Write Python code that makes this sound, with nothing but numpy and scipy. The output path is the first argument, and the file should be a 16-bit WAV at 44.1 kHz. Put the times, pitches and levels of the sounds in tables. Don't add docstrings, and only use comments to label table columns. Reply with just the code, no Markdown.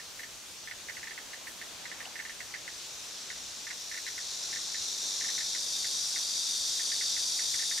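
import sys
import numpy as np
from scipy import signal
from scipy.fft import rfft, irfft, next_fast_len
from scipy.io import wavfile
from scipy.ndimage import uniform_filter1d, map_coordinates

SR = 44100
rng = np.random.default_rng(int(sys.argv[2]) if len(sys.argv) > 2 else 0)


def unload_audio(sound):
    columns = np.transpose(np.atleast_2d(sound))
    steps = np.round(np.clip(columns, -1, 1) * 32767)
    wavfile.write(sys.argv[1], SR, steps.astype(np.int16))


def volts(x):
    e = np.asarray(x, float) / 20
    return 10 ** e


N = 343980
LEAD = 2048

# (time [s], level [dB])
SONG = [(2.9, -49), (3.3, -46.5), (3.75, -46), (3.95, -43.5), (4.16, -42.5), (4.23, -40), (4.6, -38.5),
        (4.9, -37), (5.1, -35.5), (5.4, -35), (5.6, -36), (5.85, -34.5), (6.28, -35), (6.4, -34),
        (7.0, -34), (7.3, -33.5), (7.8, -34)]
# (time [s], stretch [0-1])
STRETCH = [(0, 0.4), (4.0, 0.43), (4.5, 0.35), (5.25, 0.3), (5.7, 0.87), (7.8, 0.97)]
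# (time [s], swell [dB])
THROBS = [(0.2, 2.5), (0.51, 1), (0.75, -0.5), (0.95, 1), (1.49, 3.5), (1.8, 1), (2.02, 2.5), (2.45, 2),
          (2.78, -0.5), (3.05, 2.5), (3.55, 0), (3.95, 1), (4.25, 1), (4.58, 1), (4.75, -2), (5.02, 1),
          (5.32, 3), (5.67, -1), (5.88, -1), (6.12, 1), (6.42, -7), (6.7, 3), (6.9, 2), (7.2, 1), (7.53, 3)]
THROB_S = 0.042


def cicada():
    # (frequency [Hz], width [Hz], level [dB])
    drum = [(5470, 1240, 0), (5770, 390, 1.5), (6150, 1100, -3), (6930, 1240, -4.5)]
    belly = [(3686, 240, -0.5), (3390, 350, -9)]
    slack_waist = [(4060, 830, 5), (4450, 360, -7)]
    stretched_waist = [(4670, 390, 9), (4580, 340, -1.5), (4150, 540, 2), (3340, 330, -3)]
    rib_edges = [(7980, 2400, 6.5), (9070, 1400, 8), (11200, 2000, -0.5), (11900, 740, -23)]

    stretch = np.clip(curve(STRETCH), 0, 1)
    belly_gain = volts(-11 + 5.5 * stretch)
    slack_gain = volts(-3.5 - 0.5) * np.sqrt(1 - stretch)
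    waist_gain = volts(-3.5) * stretch
    edge_gain = volts(-15.5 + 6.5 * stretch)

    body = body_part(drum, 1, lag_ms=0.35)
    body = body + body_part(belly, belly_gain, lag_ms=1.1)
    body = body + body_part(slack_waist, slack_gain, lag_ms=1.05)
    body = body + body_part(stretched_waist, waist_gain, lag_ms=0.95)
    body = body + body_part(rib_edges, edge_gain, lag_ms=0.05)

    def small_body(f):
        return 1 / np.sqrt(1 + (3150 / (f + 1)) ** 16)

    fade_db = -30 * np.clip(1 - (np.arange(N) / SR - 1.6) / 1.15, 0, 1)
    return volts(curve(SONG) + fade_db - 2.0) * filtered(body, small_body)


def body_part(modes, gain, lag_ms):
    drive = snaps(jitter_ms=0.12, scatter_db=-0.4, crackle=0.52, whir=1.0, pull_db=4.5)

    def ring(f):
        power = sum(abs(volts(db) * peak(f, hz, width_hz)) ** 2 for hz, width_hz, db in modes)
        return np.sqrt(power) * delay(f, lag_ms)

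    return gain * volts(0.1 * wobble(12)) * unit(filtered(drive, ring))


def snaps(jitter_ms, scatter_db, crackle, whir, pull_db):
    # (time [s], rate [cycles/s])
    cycle = [(2.2, 46), (3, 46.8), (3.4, 47.8), (4, 48.6), (4.6, 49), (5.2, 49.5), (5.6, 49.9), (6.2, 49.4),
             (6.8, 49.7), (7.8, 50)]
    # (share of cycle [0-1], level [dB])
    ribs = [(0, 0), (.155, -2), (.345, -1), (.505, -1), (.655, -6), (.84, -7)]

    turns = np.cumsum(curve(cycle)) / SR
    share, db = np.transpose(ribs)
    due = np.arange(int(turns[-1]))[:, None] + share
    at = np.interp(due, turns, np.arange(N))
    chance = rng.standard_normal(at.shape + (2,))
    at = np.clip(at + jitter_ms * SR / 1000 * chance[..., 0], 0, N - 1).astype(int)
    strength = volts(db + scatter_db * chance[..., 1])
    ticks = np.bincount(at.ravel(), strength.ravel(), N)

    fading = volts(-60 * np.arange(600) / SR / 0.039)
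    crackle_level = signal.fftconvolve(ticks, fading)[:N]
    depth_db = pull_db * (1 - 0.64 * curve(STRETCH))
    pull_shape = np.cos(2 * np.pi * (turns - 0.3)) + 0.6 * np.cos(4 * np.pi * (turns - 0.03))
    pull = volts(depth_db * pull_shape)
    noise_level = crackle * unit(crackle_level) + whir * unit(pull)
    return unit(ticks) + noise_level * rng.standard_normal(N)


def low_clicker():
    # (time [s], peak level [dB])
    single_snaps = [(0.7114, -31.5), (0.8957, -31), (0.9683, -33), (1.1767, -32), (1.8542, -32.5),
                    (2.199, -32), (2.4037, -31.5), (2.5394, -30), (2.6772, -31.5), (3.302, -31.5),
                    (3.7068, -32.5), (3.9747, -31.5), (4.0762, -31), (4.1791, -31.5), (5.3786, -32),
                    (5.5488, -32.5), (5.8445, -33), (6.1605, -31.5), (7.0105, -31.5), (7.1659, -33),
                    (7.3918, -32), (7.5416, -31.5)]
    # (delay [ms], level [dB])
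    left_paths = [(0.0, -3.0), (0.95, 0.0), (1.36, -7.6), (2.02, -12.5), (3.31, -13.1), (6.01, -9.4),
                  (9.41, -5.4), (12.13, -10.4), (15.46, -13.4), (18.48, -16.7), (24.54, -14.9),
                  (25.51, -9.4)]
    right_paths = [(0.09, -6.0), (0.48, -0.7), (1.45, -2.4), (1.9, -7.0), (2.29, -6.7), (3.38, -0.4),
                   (6.03, -4.0), (7.55, -7.4), (9.46, -3.5), (12.18, -2.3), (14.33, -8.5), (25.53, -7.3)]
    return clicker(single_snaps, (left_paths, right_paths), 1820, 530, overtone_db=-9.5)


def high_clicker():
    # (time [s], peak level [dB])
    first_snap = (-.0098, -34)
    # (time [s], peak level [dB])
    single_snaps = [(0.673, -32), (0.8854, -32), (1.108, -32.5), (1.332, -33.5), (1.4696, -33),
                    (1.6137, -32.5), (1.9144, -31.5), (2.0032, -32), (2.547, -31.5), (4.0643, -31),
                    (4.744, -32), (5.286, -32), (5.406, -32.5), (6.7946, -33), (6.917, -32), (7.7116, -31),
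                    (7.7768, -32.5)]
    # (first time [s], second time [s], peak level [dB])
    double_snaps = [(0.1931, 0.232, -33), (1.0296, 1.071, -32), (2.155, 2.1902, -31.5),
                    (2.2503, 2.2942, -32), (3.6674, 3.7021, -32.5), (3.913, 3.9424, -32),
                    (4.5272, 4.5596, -32), (5.2092, 5.2436, -32), (7.5913, 7.6226, -33)]
    # (delay [ms], level [dB])
    left_paths = [(0.0, -19.3), (0.93, 0.0), (4.31, -13.7), (6.49, -8.9), (8.28, -12.1), (9.91, -9.4),
                  (12.13, -9.5), (14.29, -19.3), (15.44, -16.1), (19.89, -18.4), (23.95, -18.8),
                  (25.49, -9.9)]
    right_paths = [(0.98, -0.4), (2.27, -4.8), (3.38, -2.9), (6.53, -8.9), (7.55, -8.7), (8.84, -7.8),
                   (9.93, -9.3), (12.15, -2.4), (14.33, -10.2), (19.89, -13.8), (24.97, -8.9),
                   (26.53, -15.9)]

    pairs = [(s, db) for *both, db in double_snaps for s in both]
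    events = [first_snap, *single_snaps, *pairs]
    return clicker(events, (left_paths, right_paths), 1899, 467, overtone_db=-8)


def clicker(events, paths, hz, width_hz, overtone_db):
    s, db = np.transpose(events)
    at = np.round(s * SR).astype(int) + LEAD
    blows = np.bincount(at, volts(db), N + LEAD)

    def body(f):
        overtone = volts(overtone_db) * ping(f, 4100, 1200)
        return ping(f, hz, width_hz) + overtone - volts(-19.5) * ping(f, 2750, 500)

    def ways(f):
        return [sum(volts(db) * delay(f, ms) for ms, db in ear) for ear in paths]

    snap = filtered(signal.unit_impulse(4 * LEAD), body)
    heard = filtered(snap, ways) + volts(-8.5) * grove(snap, apart=0.8)
    return signal.fftconvolve(blows[None], heard, axes=1)[:, LEAD:N + LEAD]


def drips():
    # (time [s], peak level [dB], pitch [Hz], half length [ms], left over right [dB])
    drops = [
        (2.056, -35.5, 2800, 1.9, 4),
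        (2.0643, -40, 3200, 1.3, 4),
        (2.0655, -42, 756, 1.4, 4),
        (2.076, -46, 805, 2.4, 8),
        (2.729, -45.5, 2600, 1.2, 1),
        (2.851, -42, 2700, 1.3, 0),
    ]
    out = np.zeros((2, N))
    for s, db, hz, half_ms, pan_db in drops:
        u = np.arange(-LEAD, LEAD) / SR / (half_ms / 1000)
        tone = np.sin(2 * np.pi * hz * half_ms / 1000 * (u + 0.05 * u ** 2))
        blip = volts(db) * np.exp(-u ** 2) * tone
        start = round(s * SR) - LEAD
        out[:, start:start + 2 * LEAD] += volts([[pan_db / 2], [-pan_db / 2]]) * blip
    return out


def far_chorus():
    # (frequency [Hz], level [dB per Hz])
    colour = [(1530, -15.5), (2600, -3), (3060, -2.5), (3330, 0), (3650, -1), (4560, 1.5), (5020, -0.5),
              (5600, 2.5), (6510, 1.5), (9870, -12), (11000, -25.5), (14300, -31), (22000, -120)]
    swell_db = 0.4 * np.arange(N) / SR + 0.45 * wobble(4) + 0.4 * wobble(9)
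    throb_db = 0.23 * swells(THROBS, THROB_S)
    return volts(-47.5 + swell_db + throb_db) * rush(colour, patchy_db=1.1) * volts([[0.4], [-0.4]])


def throbbing_hiss():
    # (frequency [Hz], level [dB per Hz])
    colour = [(4710, -16.5), (8000, -9.5), (9860, -12), (14900, -16), (15700, -22)]
    effort_db = curve(SONG)
    voice_share = volts(effort_db - effort_db.max())
    hiss_db = -54.5 + 2 * voice_share + 1.4 * swells(THROBS, THROB_S) + 0.7 * wobble(7.1)
    return volts(hiss_db) * rush(colour, patchy_db=1.2) * volts([[0.4], [-0.4]])


def town_air():
    # (frequency [Hz], level [dB per Hz])
    colour = [(76, -23), (130, -3), (663, -1.5), (1200, -2.5), (1580, -2), (3000, -5), (3900, -4.5),
              (6600, -120)]
    return volts(-52.5 + 0.99 * wobble(3.43)) * rush(colour, patchy_db=0.43)


def far_vehicles():
    # (frequency [Hz], level [dB per Hz])
    colour = [(15, -34), (25, -5.5), (97, 2.5), (160, -7.5), (210, -35), (350, -120)]
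    # (time [s], swell [dB])
    passing = [
        (0.3, 1),
        (0.8, 9),
        (1.75, 3),
        (5.5, 3),
        (7.55, 3),
    ]
    rumble_db = -69.5 + swells(passing, half_s=0.13) + 0.6 * wobble(2.98)
    return volts(rumble_db) * rush(colour, patchy_db=2.0) * volts([[-0.4], [0.4]])


def rush(spectrum, patchy_db):
    # (frequency [Hz], left-right likeness [0-1])
    alike = [(60, 0.41), (150, 0.083), (380, 0.49), (950, 0.57), (2380, 0.55), (5980, 0.52), (15000, 0.17)]
    z = signal.stft(rng.standard_normal((2, N)), nperseg=512)[2]
    field = uniform_filter1d(rng.standard_normal(z.shape[1:]), size=6, axis=0)
    field = uniform_filter1d(field, size=14, axis=1)
    pair = signal.istft(z * volts(patchy_db * unit(field)), nperseg=512)[1][:, :N]

    def colour_and_width(f):
        turn = np.arccos(np.clip(along(alike, f), -1, 1)) / 2
        return volts(along(spectrum, f)) * [np.cos(turn), np.sin(turn)]

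    mid, side = filtered(pair, colour_and_width)
    return unit(np.array([mid + side, mid - side]))


def grove(x, apart):
    # (frequency [Hz], time to fall 60 dB [s])
    fade_times = [(1500, 0.29), (4000, 0.14), (10000, 0.22)]
    hz, t, z = signal.stft(rng.standard_normal((2, SR // 4)), SR, nperseg=128)
    fading = volts(-60 * t / along(fade_times, hz)[:, None])
    both, one = signal.istft(z * fading, SR, nperseg=128)[1]
    tail = np.array([both + apart * one, both - apart * one]) / np.linalg.norm(both)
    late = np.pad(x, (130, 0))
    return signal.fftconvolve(late[None], tail, axes=1)[:, :len(x)]


def swells(events, half_s):
    s, db = np.transpose(events)
    return db @ np.exp(-((np.arange(N) / SR - s[:, None]) / half_s) ** 2)


def peak(f, hz, width_hz):
    return (1j * f * width_hz / (hz * hz - f * f + 1j * f * width_hz)) ** 2


def ping(f, hz, width_hz):
    return peak(f, hz, width_hz) * SR * np.e / (2 * np.pi * width_hz)


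def delay(f, ms):
    return np.exp(-2j * np.pi * f * ms / 1000)


def filtered(x, response):
    m = next_fast_len(x.shape[-1] + SR // 4)
    spectrum = rfft(x, m) * response(np.fft.rfftfreq(m, 1 / SR))
    return irfft(spectrum, m)[..., :x.shape[-1]]


def unit(x):
    return x / np.sqrt(np.mean(x ** 2) + 1e-20)


def along(points, hz):
    f, v = np.transpose(points)
    return np.interp(np.log(hz + 1), np.log(f + 1), v)


def curve(rows):
    s, v = np.transpose(rows)
    return np.interp(np.arange(N) / SR, s, v)


def wobble(rate):
    knots = rng.standard_normal(int(N * rate / SR) + 4)
    return map_coordinates(knots, [np.arange(N) * rate / SR])


def scene():
    song = cicada()
    blend_angle = 2 * np.pi * 1.3 * np.arange(N) / SR
    echoes = grove(song * np.cos(blend_angle), apart=0.67) + grove(song * np.sin(blend_angle), apart=0.87)
    singer = volts([[0.75], [-0.75]]) * (song + volts(-4.5) * echoes)
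    background = far_chorus() + throbbing_hiss() + town_air() + far_vehicles()
    return singer + low_clicker() + high_clicker() + drips() + background


def top_cut(x):
    return signal.sosfilt(signal.butter(12, 15880, fs=SR, output="sos"), x)


def record(dry):
    hz, t, z = signal.stft(dry, SR, nperseg=LEAD)
    power = np.sum(abs(z[0]) ** 2, axis=0)
    loud_db = 10 * np.log10(uniform_filter1d(power, size=9) + 1e-12)
    hz_per_db = 20 + 130 * rng.random(len(t)) ** 2
    top_hz = 15750 - np.clip(loud_db + 46, 0, 12) * hz_per_db
    kept = signal.istft(z * (hz[:, None] < top_hz), SR, nperseg=LEAD)[1][:, :N]
    return top_cut(kept)


dry = scene()
out = record(dry)
unload_audio(out)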